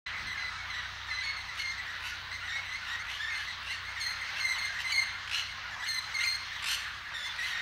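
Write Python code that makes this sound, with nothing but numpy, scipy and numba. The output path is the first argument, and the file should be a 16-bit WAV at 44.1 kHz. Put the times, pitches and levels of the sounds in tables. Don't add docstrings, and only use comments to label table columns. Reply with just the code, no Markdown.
import sys
import numpy as np
from scipy import signal
from scipy.fft import rfft, irfft, next_fast_len
from scipy.io import wavfile
from scipy.ndimage import uniform_filter1d
from numba import njit

SR = 44100
rng = np.random.default_rng(int(sys.argv[2]) if len(sys.argv) > 2 else 0)


def materialize(psi):
    bounded = np.clip(np.atleast_2d(psi).T, -1, 1)
    quanta = np.round(bounded * 32767).astype(np.int16)
    wavfile.write(sys.argv[1], SR, quanta)


N = 335601
TIME = np.arange(N) / SR

# pitch in Hz, level in dB before it swells and fades.
ENGINE_TONES = [(31, -73), (62, -62), (92.6, -61), (124, -75)]
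# frequency in Hz, relative level in dB.
RUMBLE_SPECTRUM = [(15, -53), (28, -12), (50, 0.5), (75, -2), (120, -5), (200, -10), (350, -17), (600, -24)]
# frequency in Hz, relative level in dB.
FLOCK_SPECTRUM = [(240, -27), (400, -27.5), (750, -14), (1000, -7.5), (1400, -4.5), (1800, 0), (2050, -0.5),
                  (2400, -8), (4100, -8), (4800, -15), (6400, -21), (7500, -35.5), (8500, -31),
                  (10000, -43), (15500, -36.5)]
# time in seconds, relative level in dB.
FLOCK_LOUDNESS = [(0.3, -47), (3.73, -48), (4.25, -44.5), (5.93, -48), (6.82, -45), (7.06, -49.5),
                  (7.5, -43.5)]
# frequency in Hz, width in Hz, relative level in dB.
THROAT_RESONANCES = [(1650, 1000, 1), (2980, 680, 6.5), (4250, 700, -.5), (6050, 1100, -8),
                     (7400, 600, -17), (8600, 900, -18), (9700, 800, -20), (12300, 2000, -22)]
# start in seconds, length in seconds, level in dB, brightness in dB per octave.
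SQUAWK_CALLS = [ (1.554, 0.065, -41.5, 1), (2.005, 0.1, -42, 2), (2.808, .15, -45, -1.5),
                (3.048, .13, -43, 0), (3.28, 0.17, -42, -2), (3.608, .15, -42.5, -0.5),
                (4.34, 0.055, -40, -1), (4.534, .046, -44, -1.5), (4.774, 0.048, -41.5, 0.5),
                (4.878, 0.043, -40, 0), (5.274, .138, -34.5, 1.5), (5.85, .022, -40, -0.5),
                (6.188, 0.049, -38.5, -4.5), (6.623, 0.13, -33.5, 3.5), (7.36, 0.17, -43.5, 2.5), ]
# start in seconds, length in seconds, first and last pitch in Hz,
# relative level in dB.
YELP_CALLS = [ (1.477, 0.041, 1955, 1990, -48), (2.311, 0.049, 1985, 2105, -43.5),
              (2.406, 0.047, 1360, 1475, -47), (2.477, 0.095, 1760, 1910, -42.5),
              (2.698, 0.066, 1990, 2156, -44.5), (2.878, 0.079, 1790, 1900, -44.5),
              (3.188, 0.11, 1686, 1847, -45), (3.471, 0.041, 2008, 2080, -47.5),
              (3.699, .026, 1970, 2103, -40), (5.822, .035, 1560, 2040, -43),
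              (6.195, .055, 1730, 2356, -37.5), (7.133, 0.051, 1840, 1890, -45),
              (7.381, 0.083, 1925, 2050, -42), ]
UPPER_HARMONICS_DB = [-11, -17, -26, -26.5, -31]
# start in seconds, length in seconds, held pitch in Hz, sag as a share of
# that pitch, relative level in dB, edge (how far the second harmonic tops the first) in dB.
SCREECH_CALLS = [ (0.057, 0.029, 1967, 0, -43.5, -4), (0.373, .12, 2031, .01, -43.5, -8),
                 (0.579, .078, 2185, 0, -58.5, -21), (.699, 0.1, 2005, 0.027, -43, -3.5),
                 (1.099, 0.12, 2024, 0.0036, -42.5, -5), (1.226, 0.086, 2200, 0.018, -40.5, -5.5),
                 (1.589, 0.13, 2120, 0, -41, -6.5), (2.52, 0.082, 2170, 0, -49.5, -20),
                 (3.296, .081, 2120, 0.013, -46.5, -14), (3.998, 0.13, 2106, 0, -41.5, 4),
                 (4.396, 0.13, 2086, 0.00032, -38.5, -5.5), (4.443, 0.11, 2013, 0.022, -41.5, -2.5),
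                 (4.58, 0.1, 2106, 0.0059, -40.5, -4.5), (4.681, 0.056, 1602, 0.0067, -50, -13),
                 (4.839, 0.12, 2035, 0.00075, -42, -7.5), (4.918, 0.1133, 2178, 0.041, -35, -5.5),
                 (5.869, 0.12, 2110, 0.034, -39.5, 4.5), (5.897, 0.093, 1792, 0.0087, -53.5, -17),
                 (6.139, 0.15, 2115, 0.018, -38, -6), (6.251, 0.11, 2117, 0.0015, -41, 6),
                 (7.141, 0.13, 1751, 0, -47.5, 10.5), (7.5, 0.12, 1865, .01, -44, -7), ]


def undb(db):
    return 10 ** (np.asarray(db) / 20)


def level(x, db):
    return x * undb(db) / np.sqrt(np.mean(x ** 2) + 1e-20)


def add(track, start_s, x):
    i = max(int(start_s * SR), 0)
    track[i:i + len(x)] += x[:max(N - i, 0)]


def wander(rate_hz, size):
    k = max(int(SR / rate_hz), 2)
    steps = np.repeat(rng.standard_normal(size // k + 3), k)
    return np.sqrt(2) * uniform_filter1d(uniform_filter1d(steps, k), k)[k:k + size]


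def colour(x, points):
    hz, db = np.transpose(points)
    size = next_fast_len(len(x))
    freqs = np.maximum(np.fft.rfftfreq(size, 1 / SR), 1)
    gain = undb(np.interp(np.log(freqs), np.log(hz), db))
    return irfft(rfft(x, size) * gain, size)[:len(x)]


@njit
def band_pass(x, hz, width):
    y, band, low = np.empty(len(x)), 0., 0.
    for i in range(len(x)):
        tuning, damping = np.tan(np.pi * hz[i] / SR), width / hz[i]
        ring = (band + tuning * (x[i] - low)) / (1 + tuning * (tuning + damping))
        band, low = 2 * ring - band, low + 2 * tuning * ring
        y[i] = damping * ring
    return y


def resonate(x, hz, width):
    hz = np.minimum(hz, SR / 2 - 1000) * np.ones(len(x))
    width = float(width / np.sinc(2 * hz[-1] / SR))
    return band_pass(band_pass(x, hz, width), hz, width)


def fade(t, length, rise_s, fall_s):
    return np.clip(t / rise_s, 0, 1) * np.clip((length - t) / fall_s + 1, 0, 1)


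def boat(fade_db_per_s=0.79, swell_period_s=1.43, surge_at_s=.25, surge_width_s=0.11):
    drifting_time = TIME + np.cumsum(0.0054 * wander(5.1, N)) / SR
    hum = sum(undb(db) * np.sin(2 * np.pi * (hz * drifting_time + rng.random()))
              for hz, db in ENGINE_TONES)
    swell_db = 2 * np.cos(2 * np.pi * (TIME - 3.8) / swell_period_s)
    hum_db = 4 - fade_db_per_s * TIME + swell_db
    rumble = level(colour(rng.standard_normal(N), RUMBLE_SPECTRUM + [(3000, -57)]), db=-60.5)
    surge_db = 9.5 * np.exp(-((TIME - surge_at_s) / surge_width_s) ** 2)
    return np.sqrt(2) * hum * undb(hum_db) + rumble * undb(surge_db)


def flock(flicker_db=2.5):
    wash = sum(resonate(rng.standard_normal(N), hz, hz / 3) * undb(flicker_db * wander(16, N))
               for hz in np.geomspace(350, 16000, 20))
    wash = level(colour(wash, FLOCK_SPECTRUM), db=5.5)
    times, loudness_db = np.transpose(FLOCK_LOUDNESS)
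    return wash * undb(np.interp(TIME, times, loudness_db))


def forest_echo(x, trees_delay_s=0.042, hillside_decay_s=1):
    t = np.arange(SR) / SR
    trees = rng.standard_normal(SR) * (t / trees_delay_s) ** 2 * np.exp(-2 * t / trees_delay_s)
    hillside = rng.standard_normal(SR) * np.minimum(t / 0.022, 1) * undb(-60 * t / hillside_decay_s)
    echo = (level(trees, db=-10.5) + level(hillside, db=-13)) / np.sqrt(SR)
    echo = colour(echo, [(2000, -0.5), (4500, 3.5), (9000, -1.5), (15000, -5)])
    return signal.fftconvolve(x, echo)[:N]


def far_calls(count=190, spread_db=7):
    calls = np.zeros(N)
    for k, (when, span, pitch, bend, loud) in enumerate(rng.random((count, 5))):
        hz = 1050 + 1100 * pitch
        length = .025 + .05 * span
        if k % 2:
            call = undb(-3) * squawk(length, rattle_hz=100, buzz_hz=250, bright_db=-12)
        else:
            open_hz, close_hz = hz * (.88 + .24 * bend), hz * (1.05 - 0.1021 * bend)
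            call = cry(length, open_hz, hz, close_hz, edge_db=-8, bright_db=-0.78, quaver=0.013)
        gain = hz ** 2 * undb(spread_db * loud)
        add(calls, (k + when) / count * N / SR, gain * call)
    return level(1.13 * calls + forest_echo(calls), db=-46)


def air_loss_db(time_s, overhead_s=5.2, speed_m_s=10, height_m=48, db_per_m=0.28):
    distance_m = np.hypot(speed_m_s * (time_s - overhead_s), height_m)
    return db_per_m * (distance_m - height_m)


def squawk(length, rattle_hz, buzz_hz, bright_db, burst_s=.007, swell_db=5, crackle_db=2):
    t = np.arange(int((length + .02) * SR)) / SR
    n = len(t)
    bursts_per_s = rattle_hz + (buzz_hz - rattle_hz) * np.clip(t / length * 2, 0, 1) ** 4
    burst_count = np.cumsum(bursts_per_s * np.exp(.05 * wander(150, n))) / SR
    triggers = np.diff(np.floor(burst_count), prepend=-1)
    burst = rng.standard_normal(n) * np.exp(-(t / burst_s) ** 2)
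    rattle = level(signal.fftconvolve(triggers, burst)[:n], db=0)
    rasp = np.tanh(2 * rattle)
    rasp *= undb(crackle_db * wander(400, n))
    beak = 1 - 0.22 * np.exp(-(t / (0.45 * length)) ** 2)
    tuning = 1 + .025 * rng.uniform(-1, 1)
    voice = sum(undb(db) * resonate(rasp, hz * tuning * beak, width) * (-1) ** k
                for k, (hz, width, db) in enumerate(THROAT_RESONANCES))
    voice = colour(voice, [(hz, bright_db * np.log2(hz)) for hz in (1000, 16000)])
    swell = undb(swell_db * np.sin(np.pi * t / t[-1]))
    return level(voice * swell * fade(t, length, rise_s=.002, fall_s=.02), db=0)


def cry(length, open_hz, held_hz, close_hz, edge_db, bright_db, quaver, settle_s=0.01462, fall_s=.012):
    t = np.arange(int((length + fall_s) * SR)) / SR
    n = len(t)
    slide_hz = held_hz + (close_hz - held_hz) * t / length
    hz = slide_hz + (open_hz - held_hz) * np.exp(-(t / settle_s) ** 2)
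    jitter = .0065 + 0.53 * quaver
    hz *= 1 + quaver * wander(109, n) + jitter * wander(1300, n)
    phase = 2 * np.pi * np.cumsum(hz) / SR
    harmonics_db = [-edge_db / 2, edge_db / 2]
    harmonics_db += [db + bright_db * min(k, 3) for k, db in enumerate(UPPER_HARMONICS_DB, 1)]
    voice = sum(undb(db + 2.5 * wander(130, n)) * np.sin(k * phase)
                for k, db in enumerate(harmonics_db, 1))
    shimmer = undb(1.74 * wander(300, n))
    return voice * shimmer * fade(t, length, rise_s=0.0057, fall_s=fall_s)


def parrots():
    calls = np.zeros(N)
    for start, length, hz, sag, db, edge_db in SCREECH_CALLS:
        open_hz, close_hz = hz * 1.0495, hz * (1 - sag)
        bright_db = 0.67 + 0.21 * edge_db - air_loss_db(start)
        screech = cry(length, open_hz, hz, close_hz, edge_db, bright_db, quaver=0.0053)
        add(calls, start, np.sqrt(2) * undb(db) * screech)
    for start, length, first_hz, last_hz, db in YELP_CALLS:
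        bright_db = -.5 - air_loss_db(start)
        yelp = cry(length, first_hz, first_hz, last_hz, edge_db=-7.5, bright_db=bright_db, quaver=0.0179)
        add(calls, start, np.sqrt(2) * undb(db) * yelp)
    for start, length, db, bright_db in SQUAWK_CALLS:
        add(calls, start, undb(db) * squawk(length, rattle_hz=50.05, buzz_hz=280.6, bright_db=bright_db))
    return colour(calls, [(400, -24), (1100, 0), (16000, 0)])


def scene():
    birds = parrots()
    return (birds + forest_echo(birds) + far_calls() + flock() + boat())[None]


def record(dry, silence_s=.06, top_hz=15700):
    fade_in = np.clip((TIME - silence_s) / .005, 0, 1)
    treble_cut = signal.ellip(10, .2, 70, top_hz, fs=SR, output="sos")
    return signal.sosfilt(treble_cut, dry * fade_in)


dry = scene()
out = record(dry)
materialize(out)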